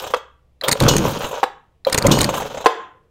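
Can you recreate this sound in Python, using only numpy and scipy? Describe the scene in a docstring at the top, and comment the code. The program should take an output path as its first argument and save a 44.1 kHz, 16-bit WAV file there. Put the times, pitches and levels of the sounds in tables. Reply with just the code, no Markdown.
"""A cold two-stroke chainsaw is pull-started on a wooden bench in a garage and does not catch: sparse random
impulses through bench resonances make the judder, low sine pushes the bumps, and filtered slips the cord's rasp.
Noise bursts make cord snaps, damped modes the ticking, clunking pawls, and ringing bands the chain's clash on its bar.
The spring then winds the cord back in noisy scrapes until the handle smacks the housing, all over room tone and hum.
The scene opens on the end of one rewind; two whole pulls follow."""
import sys
import numpy as np
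from scipy import signal
from scipy.fft import rfft, irfft, next_fast_len
from scipy.io import wavfile
from scipy.ndimage import uniform_filter1d, map_coordinates

SR = 44100
rng = np.random.default_rng(int(sys.argv[2]) if len(sys.argv) > 2 else 0)


def materialize(psi):
    """Save the field psi as 16-bit PCM at rate SR to the path in sys.argv[1].

    A 1-D psi becomes a single channel; in a 2-D psi each row is a channel.
    """
    bounded = np.clip(np.atleast_2d(psi).T, -1, 1)
    quanta = np.round(bounded * 32767).astype(np.int16)
    wavfile.write(sys.argv[1], SR, quanta)


N = 136710

# Levels in the tables are relative: the sources add their own trims.
# judder of the cranking engine, one curve a pull: start_s, level_db
CRANK_CURVES = [
    [(0.64, -58), (0.718, -27.5), (0.78, -43.5), (0.822, -14), (1.086, -20), (1.4, -55)],
    [(1.88, -40.5), (1.978, -37), (2.004, -31.5), (2.066, -10), (2.202, -16), (2.62, -49)],
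]
# running cord and pulley, one curve a run: start_s, whirr_db, rasp_db, hiss_db
CORD_CURVES = [
    [(0.0, -27.5, -36, -43.5), (0.048, -28, -44.5, -52), (0.056, -37, -44, -51), (0.068, -28.5, -41.5, -53),
     (0.078, -39.5, -45, -64), (0.125, -35.5, -47, -72.5)],
    [(0.67, -19, -81, -101.5), (0.774, -28, -41.5, -51.5), (0.834, -15.5, -35.5, -52.5),
     (1.092, -20, -33, -36.5), (1.328, -28, -46, -72), (1.41, -28.5, -42.5, -52)],
    [(1.91, -21.5, -38.5, -92.5), (2.022, -19.5, -49.5, -59.5), (2.058, -16, -41, -71),
     (2.194, -20, -34.5, -44), (2.588, -33.5, -44.5, -55.5), (2.64, -42.5, -48.5, -76)],
]
# the saw bumps the bench: start_s, level_db
BENCH_BUMPS = [(0.69, -17.5), (0.719, -10.5), (0.817, -1), (0.83, -3), (0.85, -1.5), (0.879, 5),
               (0.911, -5), (0.931, -14.5), (0.955, -5.5), (1.004, -12), (1.052, -2.5), (1.076, -7.5),
               (1.945, -5), (1.978, -5), (2.063, -13), (2.081, 0), (2.109, 0.5), (2.123, -2.5), (2.139, -5),
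               (2.172, -0.5), (2.201, -17), (2.223, -3.5), (2.247, -11), (2.28, -11)]
# dry snaps of the cord under load: start_s, level_db, pitch_hz
CORD_SNAPS = [(0.6833, 0, 4000), (0.6908, -6, 4330), (0.7138, -7, 4450), (0.7161, -3.5, 6700),
              (0.7224, -0.5, 6900), (0.7273, -2, 4170), (0.8026, -4.5, 3870), (0.8227, -11, 6770),
              (0.8368, -11.5, 4290), (0.965, -3, 6560), (0.9815, -8.5, 6100), (1.898, -17.5, 4400),
              (1.9275, -1.5, 5050), (1.945, -2, 4080), (1.9771, -2.5, 6700), (1.9831, -3, 6900),
              (1.9858, -11, 4370), (2.0229, -10.5, 4430), (2.0674, -1, 6700), (2.1881, -7, 4450),
              (2.2076, -4.5, 3960), (2.2144, -0.5, 6800), (2.2304, -11, 4250), (2.2429, -3.5, 4420)]
# scrapes of the rewinding pulley: start_s, scrape_db, hiss_db
PULLEY_SCRAPES = [(0.017, -22.5, -35.5), (0.04, -10, -50), (0.065, -14.5, -37.5), (0.103, -17.5, -38.5),
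                  (0.163, -16, -46.5), (1.04, -14, -44.5), (1.079, -10, -29.5), (1.105, -13.5, -29),
                  (1.185, -30, -34.5), (1.219, -11.5, -34), (1.241, -6, -35), (1.264, -10.5, -36),
                  (1.285, -23.5, -35), (1.311, -11.5, -39), (1.34, -14, -44), (1.374, -18, -51),
                  (2.289, -2.5, -32), (2.339, -7.5, -30.5), (2.349, -10.5, -45.5), (2.363, -15, -30.5),
                  (2.375, -8, -27.5), (2.4, -8, -35), (2.42, -10.5, -48), (2.458, -19.5, -41),
                  (2.501, -20.5, -71), (2.545, -16, -56), (2.572, -10, -53), (2.605, -12.5, -44.5),
                  (2.643, -12, -41)]
# the pawls flick out: start_s, level_db
PAWL_TICKS = [(0.612, -17), (1.849, -16)]
# the pawls seat and the starter knocks: start_s, level_db, hardness_db
PAWL_CLUNKS = [(0.636, -19, 11.5), (0.644, -21, 11), (0.753, -24, -9), (1.868, -9.5, -4.5),
               (1.882, -20.5, -4), (2.049, -10, -19.5)]
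# the chain clashes on the bar: start_s, level_db, ring_db
CHAIN_CLASHES = [(0.881, -9.5, -16), (2.112, -12, -15.5)]
# the handle hits the housing, each spot with two rings: start_s, level_db, low_hz, low_db, high_hz, high_db
HANDLE_SMACKS = [(0.137, -8.5, 494.4, 2.5, 1153, -4), (1.430, -6, 513, -4, 814, 2.5),
                 (2.659, 11, 460.6, -0.5, 1034, 5.5)]
REBOUND_S, REBOUND_DB = 0.006, 2  # the second end of the handle lands later and louder

# damped modes, before any event envelope: pitch_hz, level_db, t60_s
HOUSING_MODES = [(454, -24.5, 0.36), (824, -10.5, 0.056), (1007, -24, 0.31), (1230, -15.5, 0.06),
                 (1428, -11, 0.04), (1920, -14, 0.015)]
PAWL_MODES = [(1680, -1.5, 0.0099), (1880, 4, 0.0099), (4070, -2, 0.014), (4050, 3, 0.021),
              (4740, -1, .009), (5200, -10.5, .008), (7100, -26.5, .04), (10880, -10, 0.0089)]
STARTER_MODES = [(550, 2, 0.089), (450, -9.5, 0.03), (684, -10.5, 0.076), (994, -9.5, 0.076),
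                 (2370, -20.5, .06), (3230, -22.5, 0.13)]

# resonances of chain, bench, plastic shell and pulley: centre_hz, width_hz, level_db
CHAIN_BODY = [(2935, 43, 6.5), (4280, 260, -6), (5170, 130, -6), (5640, 150, -6.5), (6700, 210, 0),
              (7100, 400, -11), (8300, 300, -10.5), (13700, 670, -18)]
BENCH_BODY = [(32, 28, -3), (63, 22, -4.5), (129, 34, 3.5), (239, 88, -2.5), (314.6, 58, -2.5)]
SHELL_BODY = [(439, 49, 6), (554.5, 40, 8.5), (782, 130, 0.5), (969, 82, 3.5), (1180, 290, -3),
              (1546, 330, -5), (2500, 580, -13)]
PULLEY_BODY = [(3100, 200, -2), (3840, 170, 0.86), (6340, 210, 0), (7400, 460, -3.2)]

# noise colours of the sources and the room tone: frequency_hz, relative_db
RASP_COLOUR = [(900, -17.5), (1800, -43.5), (2500, 4.5), (3150, 10), (4000, 5.5), (4700, 0.5), (6700, 2.5),
               (8000, -15.5), (10000, -20), (15000, -47)]
HISS_COLOUR = [(3000, -20.5), (6000, -5.5), (8600, -1), (9800, -6), (12000, -1.5), (14000, 1.5),
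               (15800, -5)]
SNAP_COLOUR = [(100, 7), (900, -6), (2100, 8), (3000, -6.5), (4300, 3.5), (5600, -9.5), (7000, 0),
               (7800, -5), (8600, 5), (9700, -7), (14500, -8), (16000, -22.5)]
SCRAPE_COLOUR = [(200, -6.5), (380, -7.5), (520, 9), (680, 3.5), (1000, 5), (1900, -13), (3000, -10),
                 (4000, -23.5), (4800, -24.5), (7000, -25), (10000, -44.5)]
SMACK_COLOUR = [(60, -40.5), (250, -8.5), (400, -3.5), (520, 1), (660, 5.5), (1000, 8), (1500, -4.5),
                (3600, -11), (5500, -20.5), (9000, -28), (14000, -34), (16000, -42.5)]
CLASH_COLOUR = [(500, -16), (2000, -11.5), (3200, 3.5), (5000, 1), (6500, 2), (8500, -9.5), (10000, -20),
                (14000, -7), (16000, -22.5)]
AIR_COLOUR = [(25, -1), (60, -5.5), (90, -1), (140, -4), (220, -15.5), (550, -16.5), (1500, -34),
              (2800, -32), (5000, -39.5), (16000, -48)]
KNOCK_COLOUR = [(25, -7.5), (250, 4.0), (550, 3.0), (700, -10), (1100, -2.5), (2500, -47.5), (8000, -73.0)]
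CLICK_COLOUR = [(1000, -27.5), (1850, 7), (2900, -20), (4100, 4.0), (5100, 0.5), (6000, -23), (14000, -22.5)]
RATTLE_COLOUR = [(200, -25.5), (600, 4.0), (2200, -7.5), (3200, 4.5), (4200, -2.5), (5200, -15.0),
                 (10000, -24.5), (14000, -12.0)]
THUNK_COLOUR = [(100, -33), (330, -7), (530, 8), (750, -6.5), (1100, -6), (2500, -38)]

# decay of the garage: frequency_hz, t60_s
ROOM_DECAY = [(100, 1.04), (450, 0.24), (1200, 0.4267), (3300, 0.3548), (4800, 0.24), (7000, 0.33),
              (10000, 0.14), (15000, 0.2)]
# strength of the garage's answer: frequency_hz, relative_db
ROOM_STRENGTH = [(60, -14.5), (250, -16), (350, -12), (450, -13), (600, -9.5), (1000, -12), (1500, -9.5),
                 (2400, -11), (3400, -5.5), (4800, -9), (7000, -10), (14000, -13)]
# a faint hum in the garage: start_s, level_db
HUM_CURVE = [(0, -56), (0.55, -56.5), (0.7, -62.5), (1.7, -65), (3.1, -65.5)]
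HUM_HZ = 65

LIMIT_DB, RELEASE_DB_PER_S = -1.5, 55.5
TOP_HZ = 15900  # upper edge of the band


def amp(db):
    """Decibels to gain."""
    return 10 ** (np.asarray(db) / 20)


def unit(x):
    """Scale to rms 1."""
    return x / np.sqrt(np.mean(x ** 2) + 1e-20)


def along(points, hz):
    """Read a (frequency_hz, value) curve on a log frequency axis."""
    f, v = np.transpose(points)
    return np.interp(np.log(hz + 1), np.log(f + 1), v)


def filtered(x, response):
    """x times a response of frequency."""
    m = next_fast_len(len(x) + SR // 4)
    hz = np.fft.rfftfreq(m, 1 / SR)
    return irfft(rfft(x, m) * response(hz), m)[:len(x)]


def coloured(x, spectrum):
    """x through a spectrum, at rms 1."""
    return unit(filtered(x, lambda hz: amp(along(spectrum, hz))))


def resonate(x, body):
    """x through a body's resonances, with alternating signs, at rms 1."""
    def response(f):
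        total = 0
        for k, (centre, width, db) in enumerate(body):
            band = 1j * f * width / (centre * centre - f * f + 1j * f * width)
            total = total + (-1) ** k * amp(db) * band
        return total
    return unit(filtered(x, response))


def age():
    """Seconds since an event began, for half a second."""
    return np.arange(SR // 2) / SR


def envelope(attack, hold, t60):
    """Exponential rise, then a decay that starts after the hold; all in seconds."""
    decay = amp(-60 * np.maximum(age() - hold, 0) / t60)
    return (1 - np.exp(-age() / attack)) * decay


def grains(rate, size):
    """Random impulses, on average rate a second."""
    return (rng.random(size) < rate / SR) * rng.standard_normal(size)


def noise(spectrum):
    """Coloured noise for one event."""
    return coloured(rng.standard_normal(SR // 2), spectrum)


def wobble(rate, size):
    """A smooth random curve, rate knots a second."""
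    knots = rng.standard_normal(size // 4)
    return map_coordinates(knots, [np.arange(size) * rate / SR], mode="wrap")


def ring(modes, rough):
    """Damped modes with levels and phase wobble (rough, radians) that differ at each blow."""
    t = age()
    out = np.zeros(len(t))
    for hz, db, t60 in modes:
        gain = amp(db + rng.normal(0, 1) - 60 * t / t60)
        out += gain * np.sin(2 * np.pi * hz * t + rough * wobble(210, size=len(t)))
    return out


def add(out, s, x):
    """Mix x into out at time s."""
    i = max(round(s * SR), 0)
    out[i:i + len(x)] += x[:len(out) - i]


def level(tables, order, edge_s):
    """Gain from one column of the curves, fading to silence between runs."""
    t = np.arange(N) / SR
    out = np.zeros(N)
    for run in map(np.array, tables):
        inside_s = np.minimum(t - run[0, 0], run[-1, 0] - t)  # negative outside the run
        fade = np.clip(1 + inside_s / edge_s, 0, 1)
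        out += amp(np.interp(t, run[:, 0], run[:, order])) * fade
    return out


def patchy(x, depth_db):
    """x with its colour shifting at random from moment to moment, at rms 1."""
    z = signal.stft(x, nperseg=256)[2]
    field = uniform_filter1d(rng.standard_normal(z.shape), size=5, axis=0)  # smooth over frequency
    field = uniform_filter1d(field, size=6, axis=1)  # smooth over time
    return unit(signal.istft(z * amp(depth_db * unit(field)), nperseg=256)[1][:len(x)])


def still_air(air_db=-61):
    """Steady coloured noise as room tone, with a low sine hum."""
    t = np.arange(N) / SR
    hum = amp(np.interp(t, *np.transpose(HUM_CURVE))) * np.sin(2 * np.pi * HUM_HZ * t)
    return hum + amp(air_db) * coloured(rng.standard_normal(N), AIR_COLOUR)


def garage(x):
    """The diffuse answer of the garage: a noise tail whose bands each die at their own rate."""
    hz, t, z = signal.stft(rng.standard_normal(SR), SR, nperseg=256)
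    t60 = along(ROOM_DECAY, hz)[:, None]
    decay = amp(along(ROOM_STRENGTH, hz)[:, None] - 60 * t / t60)
    even_energy = np.sqrt(2 * np.log(1000) / (t60 * SR))  # long decays are no stronger overall
    tail = signal.istft(z * decay * even_energy, SR, nperseg=256)[1]
    tail = np.pad(tail, (SR // 200, 0))  # 5 ms before the first answer
    return signal.fftconvolve(x, tail)[:N]


def handle(crack_db=-5, modes_db=-4, bass_cut_hz=260):
    """The handle strikes the housing with one end, then the other; the blows carry little bass."""
    out = np.zeros(N)
    contact_s, rough = .0006, .35
    for s, db, low_hz, low_db, high_hz, high_db in HANDLE_SMACKS:
        for delay, end_db in [(0, 0), (REBOUND_S, REBOUND_DB)]:
            crack = noise(SMACK_COLOUR) * envelope(contact_s, 0.0027, .022)
            add(out, s + delay, amp(db + end_db + crack_db) * crack)
        spot = [(low_hz, low_db, .08), (high_hz, high_db, .05)]
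        modes = ring(HOUSING_MODES, rough) + ring(spot, rough)
        add(out, s, amp(db + modes_db) * modes * (1 - np.exp(-age() / contact_s)))
    highpass = signal.butter(4, bass_cut_hz, "high", fs=SR, output="sos")
    return signal.sosfilt(highpass, out)


def rewind(scrape_db=-11, hiss_db=-1, grit_db=0.5, colour_db=3, zing_db=-24):
    """The pulley scrapes its housing grittily, each time at another spot, as the spring winds the cord in."""
    out = np.zeros(N)
    for s, db, treble_db in PULLEY_SCRAPES:
        grit = unit(amp(grit_db * wobble(320, size=SR // 2)))
        spot = [(hz, band_db + colour_db * rng.standard_normal()) for hz, band_db in SCRAPE_COLOUR]
        scrape = amp(db + scrape_db) * noise(spot) * envelope(0.00029, 0.00093, 0.077)
        hiss = amp(treble_db + hiss_db) * patchy(noise(HISS_COLOUR), depth_db=3.5)
        zing = amp(db + zing_db) * resonate(rng.standard_normal(SR // 2), PULLEY_BODY)
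        add(out, s, grit * (scrape + (hiss + zing) * envelope(0.0043, 0.0046, 0.083)))
    return out


def chain(jingle_db=-6):
    """At the height of the pull the steel chain clashes and its many links jingle."""
    out = np.zeros(N)
    for s, db, ring_db in CHAIN_CLASHES:
        links = resonate(grains(3100, size=SR // 2), CHAIN_BODY)
        clash = amp(db) * noise(CLASH_COLOUR) * envelope(0.0037, 0.0084, 0.046)
        jingle = amp(ring_db + jingle_db) * links * envelope(.002, 0.023, 0.38)
        add(out, s, clash + jingle)
    return out


def pawls(click_db=-2, thunk_db=-7):
    """The pawls flick out with a tick and seat on the flywheel with a clunk, both ringing metal modes."""
    ticks, clunks = np.zeros(N), np.zeros(N)
    rise_s = .0012
    for s, db in PAWL_TICKS:
        metal = ring(PAWL_MODES, rough=0.54) * envelope(rise_s, .003, .04)
        click = noise(CLICK_COLOUR) * envelope(rise_s, 0.0022, 0.014)
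        add(ticks, s, amp(db + click_db) * (metal + amp(-9) * click))
    for s, db, hard_db in PAWL_CLUNKS:
        rattle = noise(RATTLE_COLOUR) * envelope(0.00054, 0.0027, 0.077)
        thunk = noise(THUNK_COLOUR) * envelope(rise_s, 0.004, 0.053)
        metal = ring(STARTER_MODES, rough=0.6) * envelope(rise_s, 0.022, .4)
        clunk = metal + amp(thunk_db) * thunk + amp(hard_db - 13.0) * rattle
        add(clunks, s, amp(db) * clunk)
    return ticks, clunks


def snaps(snap_db=-8, bite_db=1, creak_db=-15):
    """Each snap is a sharp crack with a bite at its own pitch, amid a short creak of fibres."""
    out = np.zeros(N)
    lead_s = .003  # the creak starts ahead of the crack
    for s, db, hz in CORD_SNAPS:
        bite = resonate(rng.standard_normal(SR // 2), [(hz, 380, 0)])
        crack = noise(SNAP_COLOUR) + amp(bite_db) * bite
        add(out, s, amp(db + snap_db) * crack * envelope(0.00095, 0.0014, 0.013))
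        creak = coloured(grains(4100, size=SR // 2), SNAP_COLOUR) * envelope(0.00021, 0.011, 0.0043)
        add(out, s - lead_s, amp(db + snap_db + creak_db) * creak)
    return out


def cord(whirr_db=-4, rasp_db=0, hiss_db=-1, flutter_db=3.0):
    """The braid rubs through its guide in tiny slips that sound the plastic shell."""
    flutter = unit(amp(flutter_db * wobble(75, size=N)))
    whirr_level, rasp_level, hiss_level = [level(CORD_CURVES, order=k, edge_s=0.056) for k in (1, 2, 3)]
    slips = grains(740, size=N)
    whirr = amp(whirr_db) * whirr_level * resonate(slips, SHELL_BODY)
    rub = coloured(slips + amp(12.5) * grains(4000, size=N), RASP_COLOUR)
    rasp = amp(rasp_db) * rasp_level * patchy(rub, depth_db=2)
    fine_rub = coloured(grains(7700, size=N), HISS_COLOUR)
    hiss = amp(hiss_db) * hiss_level * patchy(fine_rub, depth_db=1.5)
    return flutter * (whirr + rasp + hiss)


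def cranking(judder_db=-2, bump_db=-4, push_hz=140):
    """The turning engine shakes the bench's resonances and now and then bumps it."""
    judder = resonate(grains(900, size=N), BENCH_BODY)
    out = amp(judder_db) * level(CRANK_CURVES, order=1, edge_s=0.003) * judder
    for s, db in BENCH_BUMPS:
        hz = push_hz * np.exp(rng.normal(0, 0.035))  # each bump slightly off pitch
        push = np.sin(2 * np.pi * hz * age()) * envelope(0.0028, 0.00053, 0.022)
        knock = noise(KNOCK_COLOUR) * envelope(0.00048, 0.0023, 0.055)
        add(out, s, amp(db + bump_db) * (push + amp(-7.0) * knock))
    return out


def scene(snap_room_db=-13, saw_room_db=-3, handle_room_db=-2):
    """The saw, the room's answer and the still air."""
    ticks, clunks = pawls()
    sharp = snaps() + ticks
    smack = handle()
    saw = cranking() + cord() + chain() + rewind() + clunks
    room = garage(amp(saw_room_db) * saw + amp(snap_room_db) * sharp + amp(handle_room_db) * smack)
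    return (saw + sharp + smack + room + still_air())[None]


def record(dry):
    """A look-ahead limiter ducks the loudest blows and recovers slowly; peaks round off, then the top is cut."""
    x = dry[0]
    power = np.abs(uniform_filter1d(x ** 2, size=330))
    over_db = np.maximum(10 * np.log10(power + 1e-12) - LIMIT_DB, 0)
    recovery = RELEASE_DB_PER_S * np.arange(N) / SR
    gain_db = recovery - np.maximum.accumulate(over_db + recovery)  # instant duck, steady release
    x = x * amp(uniform_filter1d(gain_db, size=130))
    clipped = x / (1 + np.abs(x / .87) ** 6) ** (1 / 6)
    # the rounding acts above 200 Hz and spares the bass
    x = x + filtered(clipped - x, lambda f: 1 - 1 / (1 + (f / 200) ** 6))
    return filtered(x, lambda f: 1 / (1 + (f / TOP_HZ) ** 160))[None]


dry = scene()
out = record(dry)
materialize(out)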